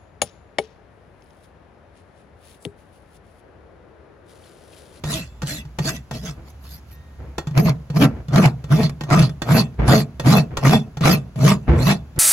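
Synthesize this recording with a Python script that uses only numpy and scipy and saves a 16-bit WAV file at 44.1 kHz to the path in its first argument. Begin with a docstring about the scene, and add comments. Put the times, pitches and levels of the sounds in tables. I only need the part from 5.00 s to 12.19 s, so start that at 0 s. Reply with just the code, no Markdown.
"""Farrier rasping a hoof

Close up, a horse's hoof is filed on a stand: four light strokes, a faint lull, then twelve hard ones.
The steel rasp lands with a clack; its tooth rows shake the hoof, tear off horn and set the blade ringing.
Leather chaps rub now and then, over the low rumble of a stable yard."""
import sys
import numpy as np
from scipy import signal
from scipy.fft import rfft, irfft, next_fast_len
from scipy.io import wavfile
from scipy.ndimage import uniform_filter1d, minimum_filter1d, map_coordinates

SR = 44100
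rng = np.random.default_rng(int(sys.argv[2]) if len(sys.argv) > 2 else 0)


def pcm_store(signal):
    """Save signal as 16-bit PCM."""
    levels = np.round(np.clip(np.atleast_2d(signal), -1, 1) * 32767)
    wavfile.write(sys.argv[1], SR, levels.astype(np.int16).T)


N = 317079

# Tone of the yard, leather, rasp clack, horn crunch and hiss. Each row: frequency in Hz, level in dB.
YARD_EQ = [(25, -19), (38, -39), (52, -5), (68, 10), (85, -5.5), (130, -6), (200, -12.5), (400, -21.5),
           (900, -24.5), (1800, -30.5), (3500, -38), (8000, -43), (16000, -50)]
LEATHER_EQ = [(22, -42), (38, -35), (54, 0.5), (80, -2.5), (125, -4), (250, -14), (450, -18.5), (750, -25),
              (1400, -30), (2300, -36.5), (6000, -62), (15000, -78)]
CLACK_EQ = [(100, 7.5), (400, 6), (1100, 1), (1450, -0.5), (1850, -10.5), (3000, -8), (6500, -12),
            (10000, -22), (15500, -25)]
CRUNCH_EQ = [(100, -41), (240, 4.5), (330, 4), (420, -2), (520, -2.5), (680, 4.5), (860, -3), (1200, 3.5),
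             (1600, -5.5), (2300, -7), (3500, -18.5), (6000, -25.5), (15000, -110)]
HISS_EQ = [(200, -6), (700, -30), (1500, 1.5), (2200, -2.5), (3200, 2.5), (4500, 4), (6500, 0), (8000, -1),
           (11000, -7.5), (15500, -15)]
# The stable's reverb. Each row: frequency in Hz, time to fall 60 dB in seconds.
STABLE_DECAY = [(100, 0.29), (700, 0.25), (3000, 0.071), (8000, 0.056), (15000, 0.098)]
# How alike the two microphone ports sound. Each row: frequency in Hz, likeness from 0 to 1.
PORT_LIKENESS = [(60, 0.98), (150, 1), (400, 0.8), (900, 0.4), (1300, 0.6), (2000, 0.074), (3500, 0.27),
                 (6500, 0.43), (7800, 0.97), (8700, 1), (10000, 0.98), (11600, 0.13), (12800, 1),
                 (14300, 0.71), (15800, 0.94)]
# Phase between the ports. Each row: frequency in Hz, the left's lead in radians.
PORT_LEAD = [(70, 0), (280, .3), (700, -.4), (1200, .3), (2400, -.4), (3200, -1.9), (5600, -1.7),
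             (6500, .7), (8300, 3.1), (9400, 3.2), (10900, 6.25), (12300, 6.3), (13700, 9.4), (15000, 9.5),
             (16000, 11.5)]
# Stereo balance. Each row: frequency in Hz, left minus right in dB.
BALANCE = [(60, -0.5), (110, -0.5), (200, -0.5), (380, 0), (700, 1), (1290, 0), (2380, 0.5), (4400, -3.5),
           (8120, 1), (15000, -1)]
# Resonances of the hoof and leg, the tooth tips and the barely pressed blade.
# Each row: frequency in Hz, width in Hz, gain in dB.
HOOF_MODES = [(135, 34.7, 1), (178, 59.5, -3), (285, 33, -14), (430.3, 18, -17), (640.4, 45, -21)]
TIP_MODES = [(11430, 900, -10), (12800, 30, 5), (13100, 60, -6), (14000, 110, -16)]
LOOSE_BLADE_MODES = [(1970, 21, 5), (2654, 20, 10), (2870, 50, -13), (3410, 14, 5), (3820, 29, -10),
                     (5400, 96, -21), (6080, 68, -5.5), (7600, 25, 1), (8900, 110, -24)]
# The blade, struck or pressed. Each row: frequency in Hz, gain in dB, time to fall 60 dB in seconds.
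BLADE_MODES = [(1230, -45, 0.095), (1857, 15, 0.12), (2620, 17.5, 0.04), (3487, 17.5, 0.072),
               (3950, -30, 0.044), (4340, 10, 0.11), (5161, -3, 0.016), (6150, 7, 0.084),
               (7480, 11.5, 0.08), (9040, -23, 0.045), (10142, 5.5, 0.043)]
# Leather rubs. Each row: start in seconds, length in seconds, opening level in dB, closing level in dB.
RUBS = [(1.373, .11, -36, -51), (2.196, 0.21, -35.5, -46.5), (3.098, 0.11, -31, -34.5),
        (4.797, 0.095, -12.5, -20), (5.511, 0.081, -31, -30.5), (6.687, 0.18, -6.5, -28),
        (7.179, 0.0207, -19, -31)]
# Free blade tones. Each row: start in seconds, pitch in Hz, level in dB, time to fall 60 dB in seconds.
AFTERRINGS = [(0.212, 2640, -54, 0.61), (.21, 3490, -58, 1), (.05, 1400, -45, .6), (.57, 1960, -46, .2),
              (.21, 7400, -58, .8), (1.92, 1857, -56, 1.6), (1.92, 3700, -64, 1.4), (2.38, 3400, -46, .25)]
# Blade squeals late in some strokes. 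Each row: peak time in seconds, level in dB.
SQUEALS = [(2.68, -34.5), (3.847, -29.5), (4.245, -30), (4.592, -20.5), (5.001, -31), (5.389, -32.5)]
# Teeth snag on the horn. Each row: start in seconds, relative level in dB.
SNAGS = [(2.576, -7), (2.6932, -12.5), (2.9644, -23.5), (3.042, -12), (3.3313, -34), (3.3593, -2.5),
         (3.457, -4.5), (3.706, -31), (3.8324, -12), (3.895, -20), (4.1027, -15), (4.132, -8.5),
         (4.1925, -7.5), (4.2241, -11), (4.294, -24.5), (4.528, -16), (4.741, -45), (4.879, -11),
         (5.265, -18), (5.665, -15.5), (5.694, -2.5), (6.0543, -3.5), (6.4639, -15)]
# The rasp lands. Each row: start in seconds, relative levels of the clack and the knock in dB.
LANDINGS = [(0.0372, -21.5, -10.5), (0.05, -29.5, -15), (0.4184, -22.5, -15), (0.43, -27, -3),
            (0.6506, -41, -14), (0.7862, -16, -9), (0.797, -37, 2.5), (1.1103, -23.5, -13),
            (2.381, -16.5, -12.5), (2.47, -27, -3), (2.509, -39, -5), (2.9001, -30.5, -2),
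            (3.2827, -32.5, -4.5), (3.6401, -32, -11.5), (4.0083, -22.5, -11.5), (4.035, -27, -7),
            (4.4186, -16.5, -13), (5.1965, -18, -7), (5.5698, -13.5, -11), (5.9699, -26.5, -6),
            (6.0084, -23.5, 3.5), (6.3582, -34.5, -10), (7.16, -39.5, -10)]
# Pushes of the rasp. Each row: start of the hold, its length, base attack and base release in seconds;
# relative levels of thrum, crunch, hiss, ring and whine in dB; pressure gained over the hold in dB;
# pressure lost in the stall in dB, its place in the hold from 0 to 1;
# top speed in tooth rows per second, its place in the hold from 0 to 1.
STROKES = [(0.076, 0.14, 0.12, 0.14, -30, -40.5, -30.5, -41, -46, 1.5, -2.5, 0.4, 338, 0.49),
           (0.478, 0.12, 0.091, 0.081, -33, -46.5, -30.5, -38.5, -44.5, -5.5, -0.5, 0.4, 325.2, 0.51),
           (0.854, 0.11, 0.094, 0.073, -27, -32.0, -25.5, -36.5, -40.5, 0.5, 11.5, 0.71, 377.6, 0.39),
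           (1.14, 0.15, 0.053, 0.11, -28.5, -35.0, -31.5, -45, -53, 3.5, 13.5, 0.47, 191.8, 0.68),
           (1.483, 0.029, 0.08, 0.14, -59, -51.5, -50, -65.0, -52.5, -3.5, 4.0, 0.32, 130.5, 0.4),
           (1.641, 0.15, 0.096, 0.057, -54, -53.5, -45.5, -65, -49, 0, 4, 0.27, 167.0, 0.6),
           (1.91, 0.046, 0.122, 0.113, -66, -62, -51.5, -68, -52, 0, 5.0, 0.64, 130.0, 0.3),
           (2.575, 0.12, 0.062, 0.094, -11.5, -18, -33.5, -49, -38.5, 2.5, 12.5, 0.5, 222, 0.47),
           (2.973, 0.08, 0.063, 0.062, -7.0, -12.5, -23, -35, -32.5, 1.5, 12.5, 0.26, 284.9, 0.62),
           (3.347, 0.11, 0.063, 0.087, -8, -10.5, -24.5, -36, -47, 5.5, 7, 0.62, 195.4, 0.46),
           (3.718, 0.13, 0.049, 0.13, -13, -24.5, -33.5, -34.5, -43, -4, 5, 0.35, 217.7, 0.52),
           (4.12, 0.12, 0.067, 0.117, -12, -18.5, -30.5, -31.5, -56, -3, 3, 0.44, 183.5, 0.45),
           (4.518, 0.092, 0.11, 0.096, -11.5, -17.5, -26.5, -27, -30, -4.5, 3.5, 0.21, 235.3, 0.55),
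           (4.894, 0.12, 0.06, 0.067, -12.5, -19.5, -24, -34.0, -32, -7.5, 1.5, 0.58, 221.9, 0.54),
           (5.268, 0.12, 0.061, 0.094, -8.5, -17, -24.5, -28.5, -33.5, 0, 1.5, 0.55, 220.1, 0.62),
           (5.655, 0.11, 0.064, 0.093, -11.5, -16.5, -22.5, -27.5, -34.5, -4, 0.5, 0.54, 224.0, 0.73),
           (6.063, 0.089, 0.098, 0.081, -11, -15.5, -20, -26.5, -29.5, -6.5, 1.5, 0.49, 190.7, 0.63),
           (6.443, 0.069, 0.14, 0.094, -7.5, -19, -21.5, -28, -32, 5, -2.5, 0.54, 207.1, 0.79),
           (6.825, 0.1, 0.14, 0.081, -12.5, -19.5, -22.5, -25.5, -37.5, 1.0, 9, 0.24, 197.0, 0.87)]
# How each layer rides a stroke. Each shape: attack multiplier, release multiplier, growth over the hold
# in dB, sag at both ends in dB, dB per dB of pressure, back-drag level in dB, its fade in dB per second.
THRUM_SHAPE = (1.05, 1.2, -3, 0, .55, -17, 108)
CRUNCH_SHAPE = (1, 0.73, -4.5, 4, 2.3, -38, 106)
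HISS_SHAPE = (0.9, 1.07, -5, 6.5, 1.5, -57, 103)
RING_SHAPE = (2.5, 1, 16, 6.5, 0.8, -34, 97)
WHINE_SHAPE = (0.9, 0.1, 0, 7.5, 0.44, -49, 122)


def amp(db):
    """Decibels to gain."""
    return 10 ** (np.asarray(db) / 20)


def unit(x):
    """Normalise to rms 1."""
    return x / np.sqrt(np.mean(x ** 2) + 1e-20)


def along(points, hz):
    """Read a curve of (Hz, value) points on a log frequency axis."""
    freqs, values = np.transpose(points)
    return np.interp(np.log(hz + 1), np.log(freqs + 1), values)


def add(track, start, sound):
    """Mix a sound into a track, start seconds in."""
    part = track[..., round(start * SR):][..., :sound.shape[-1]]
    part += sound[..., :part.shape[-1]]


def wobble(rate):
    """Smooth random modulation, rate knots a second."""
    return map_coordinates(rng.standard_normal(int(N * rate / SR) + 4), [np.arange(N) * rate / SR])


def grains(per_second, spread_db):
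    """Two streams of tiny clicks of random size, rms 1."""
    hit = rng.random((2, N)) < per_second / SR
    return unit(hit * rng.standard_normal((2, N)) * amp(spread_db * rng.standard_normal((2, N))))


def filtered(x, response):
    """Apply a complex frequency response."""
    size = next_fast_len(N + SR // 2)
    return irfft(rfft(x, size) * response(np.fft.rfftfreq(size, 1 / SR)), size)[..., :N]


def coloured(x, eq):
    """Apply an EQ curve of (Hz, dB) points."""
    return filtered(x, lambda hz: amp(along(eq, hz)))


def resonant(x, modes):
    """Play x through parallel resonators of alternating polarity."""
    def response(f):
        return sum((-1) ** k * amp(db) * 1j * f * width / (hz * hz - f * f + 1j * f * width)
                   for k, (hz, width, db) in enumerate(modes))
    return filtered(x, response)


def patchy(x, depth_db):
    """The colour shifts at random as the contact moves along the blade; rms 1."""
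    spectrum = signal.stft(x, nperseg=512)[2]
    patches = uniform_filter1d(rng.standard_normal(spectrum.shape[1:]), size=5, axis=0)
    patches = uniform_filter1d(patches, size=7, axis=1)
    return unit(signal.istft(spectrum * amp(depth_db * unit(patches)), nperseg=512)[1][:, :N])


def yard():
    """A steady bed of rumble with the low hum of a distant machine."""
    rumble = unit(coloured(rng.standard_normal((2, N)), YARD_EQ)) * amp(-41.5)
    hum = np.sin(2 * np.pi * 56 * np.arange(N) / SR + .5 * wobble(3.9)) * amp(-50 + 4.1 * wobble(3.07))
    return rumble + hum * np.array([[1], [0]])


def stable_reverb(x):
    """The walls answer with a short tail; the lows hang on longest."""
    hz, t, noise = signal.stft(rng.standard_normal((2, SR // 2)), SR, nperseg=256)
    tail = signal.istft(noise * amp(-60 * t / along(STABLE_DECAY, hz)[:, None]), SR, nperseg=256)[1]
    return signal.fftconvolve(x, tail / np.linalg.norm(tail[0]), axes=1)[:, :N]


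def chaps(rise_db_per_s, fall_db_per_s):
    """Leather drags dully against the leg: a quick attack, a level ramp, a release."""
    gain = np.zeros(N)
    for start, length, first_db, last_db in RUBS:
        t = np.arange(N) / SR - start
        edges_db = rise_db_per_s * np.minimum(t, 0) - fall_db_per_s * np.maximum(t - length, 0)
        gain += amp(np.interp(t, [0, length], [first_db, last_db]) + edges_db)
    return unit(coloured(grains(2100, 1.62), LEATHER_EQ)) * gain


def afterrings():
    """Single modes of the steel ring on for half a second where nothing damps them."""
    rings, t = np.zeros((2, N)), np.arange(SR // 2) / SR
    for start, hz, db, t60 in AFTERRINGS:
        add(rings, start, amp(db - 60 * t / t60) * np.sin(2 * np.pi * (hz * t + rng.random((2, 1)))))
    return rings


def squeals(swell_s):
    """The teeth briefly lock onto a tight cluster of blade modes."""
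    t = np.arange(N) / SR
    swell = sum(amp(db) * np.exp(-.5 * ((t - peak) / swell_s) ** 2) for peak, db in SQUEALS)
    modes = [(4230, 240, 1), (4450, 140, 6.8), (4560, 290, 2.5)]  # Hz, width in Hz, dB
    return swell * unit(resonant(grains(14000, 1.9), modes))


def snags(snap_t60, jolt_hz, jolt_t60):
    """A tooth catches: a chip of horn snaps off and the hoof is jolted."""
    snaps, jolts = np.zeros((2, 2, N))
    t = np.arange(SR // 10) / SR
    for start, db in SNAGS:
        add(snaps, start, amp(db - 11.5 - 60 * t / snap_t60) * rng.standard_normal((2, len(t))))
        add(jolts[0], start, amp(db - 3 - 60 * t / jolt_t60) * np.sin(2 * np.pi * jolt_hz * t))
    return coloured(snaps, HISS_EQ) + amp(9.5) * coloured(snaps, CRUNCH_EQ) + jolts


def landings(touch_s, clack_t60, knock_hz, knock_t60):
    """The blade meets the hoof: a clack, a brief ring of steel and a low knock as the hoof gives way."""
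    clacks, rings, knocks = np.zeros((3, 2, N))
    t = np.arange(SR // 3) / SR
    touch = 1 - np.exp(-t / touch_s)  # the teeth seat one after another
    chatter = touch * (amp(-60 * t / clack_t60) + amp(-13.5 - 60 * t / 0.12))
    knock = (1 - np.exp(-t / 0.0062)) ** 2 * amp(-60 * t / knock_t60) * np.sin(2 * np.pi * knock_hz * t)
    for start, clack_db, knock_db in LANDINGS:
        add(clacks, start, amp(clack_db + 10.5) * chatter * rng.standard_normal((2, len(t))))
        for hz, mode_db, t60 in BLADE_MODES:
            tone = touch * np.sin(2 * np.pi * (hz * t + rng.random((2, 1))))
            add(rings, start, amp(clack_db - 31 + mode_db + rng.normal(0, 1.3) - 60 * t / t60) * tone)
        add(knocks[0], start, amp(knock_db) * knock)
    return coloured(clacks, CLACK_EQ) + rings + knocks


def stroke_envelope(shape, layer):
    """One layer's gain: each stroke bites, holds, may stall partway, lets go and drags back lightly."""
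    attack_scale, release_scale, growth_db, sag_db, sensitivity, drag_db, fade_db_per_s = shape
    ramp_db, stall_width = 43, 0.16  # depth of attack and release; share of the hold
    column = ("thrum", "crunch", "hiss", "ring", "whine").index(layer)
    gain = np.zeros(N)
    for start, hold, attack, release, *levels_db, press_db, stall_db, stall_at, _, _ in STROKES:
        first = max(round((start - 2 * attack) * SR), 0)
        t = (first + np.arange(SR)) / SR - start
        progress = np.clip(t / hold, 0, 1)
        before, after = np.minimum(t, 0), np.maximum(t - hold, 0)
        stall = np.exp(-.5 * ((progress - stall_at) / stall_width) ** 2)
        pressure_db = press_db * (progress - .5) - stall_db * stall
        body_db = sensitivity * pressure_db + growth_db * (progress - .5)
        body_db -= sag_db * (2 * progress - 1) ** 2
        edges_db = ramp_db * (before / (attack_scale * attack) - after / (release_scale * release))
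        back_db = drag_db + ramp_db * np.minimum(t - hold, 0) / attack - fade_db_per_s * after
        envelope = np.hypot(amp(body_db + edges_db), amp(back_db))
        landed = t + start > max([time for time, _, _ in LANDINGS if time < start], default=0)
        add(gain, first / SR, landed * amp(levels_db[column]) * envelope)
    return gain


def tooth_rows(slow_hz, rise_s, fall_s, jitter):
    """Running count of tooth rows crossing the hoof's edge: each stroke speeds up, then slows."""
    t = np.arange(N) / SR
    rate = np.full(N, slow_hz, dtype=float)
    for start, hold, *_, top_hz, top_at in STROKES:
        from_peak = t - (start + top_at * hold)
        rate += (top_hz - slow_hz) * np.exp(-.5 * (from_peak / np.where(from_peak < 0, rise_s, fall_s)) ** 2)
    return np.cumsum(rate * np.exp(jitter * wobble(110))) / SR


def scrape(rows, ripple_depth, clump_db, lean_from_s):
    """Horn tears in a continuous, randomly clumped rasping: crunch, hiss, steel ring and tooth whine."""
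    bite = unit((1 + ripple_depth * np.cos(2 * np.pi * rows)) * amp(clump_db * wobble(260)))
    crunch = patchy(coloured(bite * grains(2500, 0.83), CRUNCH_EQ), depth_db=4.5)
    hiss = patchy(coloured(bite * grains(9000, 0.91), HISS_EQ), depth_db=5.5)
    pressed_modes = [(hz, np.log(1000) / np.pi / t60, db) for hz, db, t60 in BLADE_MODES]
    pressed = patchy(resonant(grains(9000, 2.2), pressed_modes), depth_db=5)
    loose = patchy(resonant(grains(9000, 2.2), LOOSE_BLADE_MODES), depth_db=5)
    ring = np.where(np.arange(N) / SR < lean_from_s, loose, pressed)  # the farrier leans on the blade
    whine = patchy(resonant(grains(8100, 1.6), TIP_MODES), depth_db=3.5)
    return (crunch * stroke_envelope(CRUNCH_SHAPE, "crunch") + hiss * stroke_envelope(HISS_SHAPE, "hiss")
            + ring * stroke_envelope(RING_SHAPE, "ring") + whine * stroke_envelope(WHINE_SHAPE, "whine"))


def thrum(rows, scatter_db, roughness):
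    """Every row of teeth tugs the hoof, which answers with a low drone."""
    tugs = np.diff(np.floor(rows), prepend=0) * amp(scatter_db * wobble(170))
    drive = unit(tugs) * np.array([[1], [0]]) + roughness * rng.standard_normal((2, N))
    drone = resonant(drive, HOOF_MODES)
    # the arm's pressure, not the tooth rate, sets how hard the hoof shakes
    power = uniform_filter1d(uniform_filter1d(drone ** 2, size=600), size=300)
    levelled = drone / np.sqrt(np.abs(power) + 1e-12)
    return levelled * stroke_envelope(THRUM_SHAPE, "thrum") * amp(1.8 * wobble(55))


def microphone_ports(mid_side):
    """Mid and side streams reach two close ports as left and right, out of step in the treble."""
    def width(hz):
        angle = np.arccos(np.clip(along(PORT_LIKENESS, hz), 0, 1)) / 2
        return np.array([np.cos(angle), np.sin(angle)])
    mid, side = filtered(mid_side, width)
    left_right = np.array([mid + side, mid - side])
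    return filtered(left_right, lambda hz: np.exp(.5j * along(PORT_LEAD, hz) * [[1], [-1]]))


def scene():
    """Rasp, hoof and leather up front, a touch of stable reverb, the yard underneath."""
    rows = tooth_rows(slow_hz=118.54, rise_s=.036, fall_s=0.04, jitter=.085)
    work = thrum(rows, scatter_db=2.8, roughness=.42)
    work += scrape(rows, ripple_depth=0.067, clump_db=2.0, lean_from_s=3)
    work += squeals(swell_s=0.017)
    work += landings(touch_s=0.0018, clack_t60=0.024, knock_hz=148, knock_t60=0.058)
    work += afterrings()
    work += snags(snap_t60=0.038, jolt_hz=131.9, jolt_t60=0.15)
    work += chaps(rise_db_per_s=1590, fall_db_per_s=560)
    stereo = microphone_ports(work + amp(-13.5) * stable_reverb(work) + yard())
    return filtered(stereo, lambda hz: amp(along(BALANCE, hz) * [[.5], [-.5]]))


def record(dry):
    """A limiter reins in the hardest strokes, then a steep low-pass trims the very top."""
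    needed = np.minimum(1, .93 / (np.abs(dry).max(axis=0) + 1e-9))
    gain = uniform_filter1d(minimum_filter1d(needed, size=900), size=450)
    return filtered(dry * gain, lambda hz: hz < 15900)


dry = scene()
out = record(dry)
pcm_store(out)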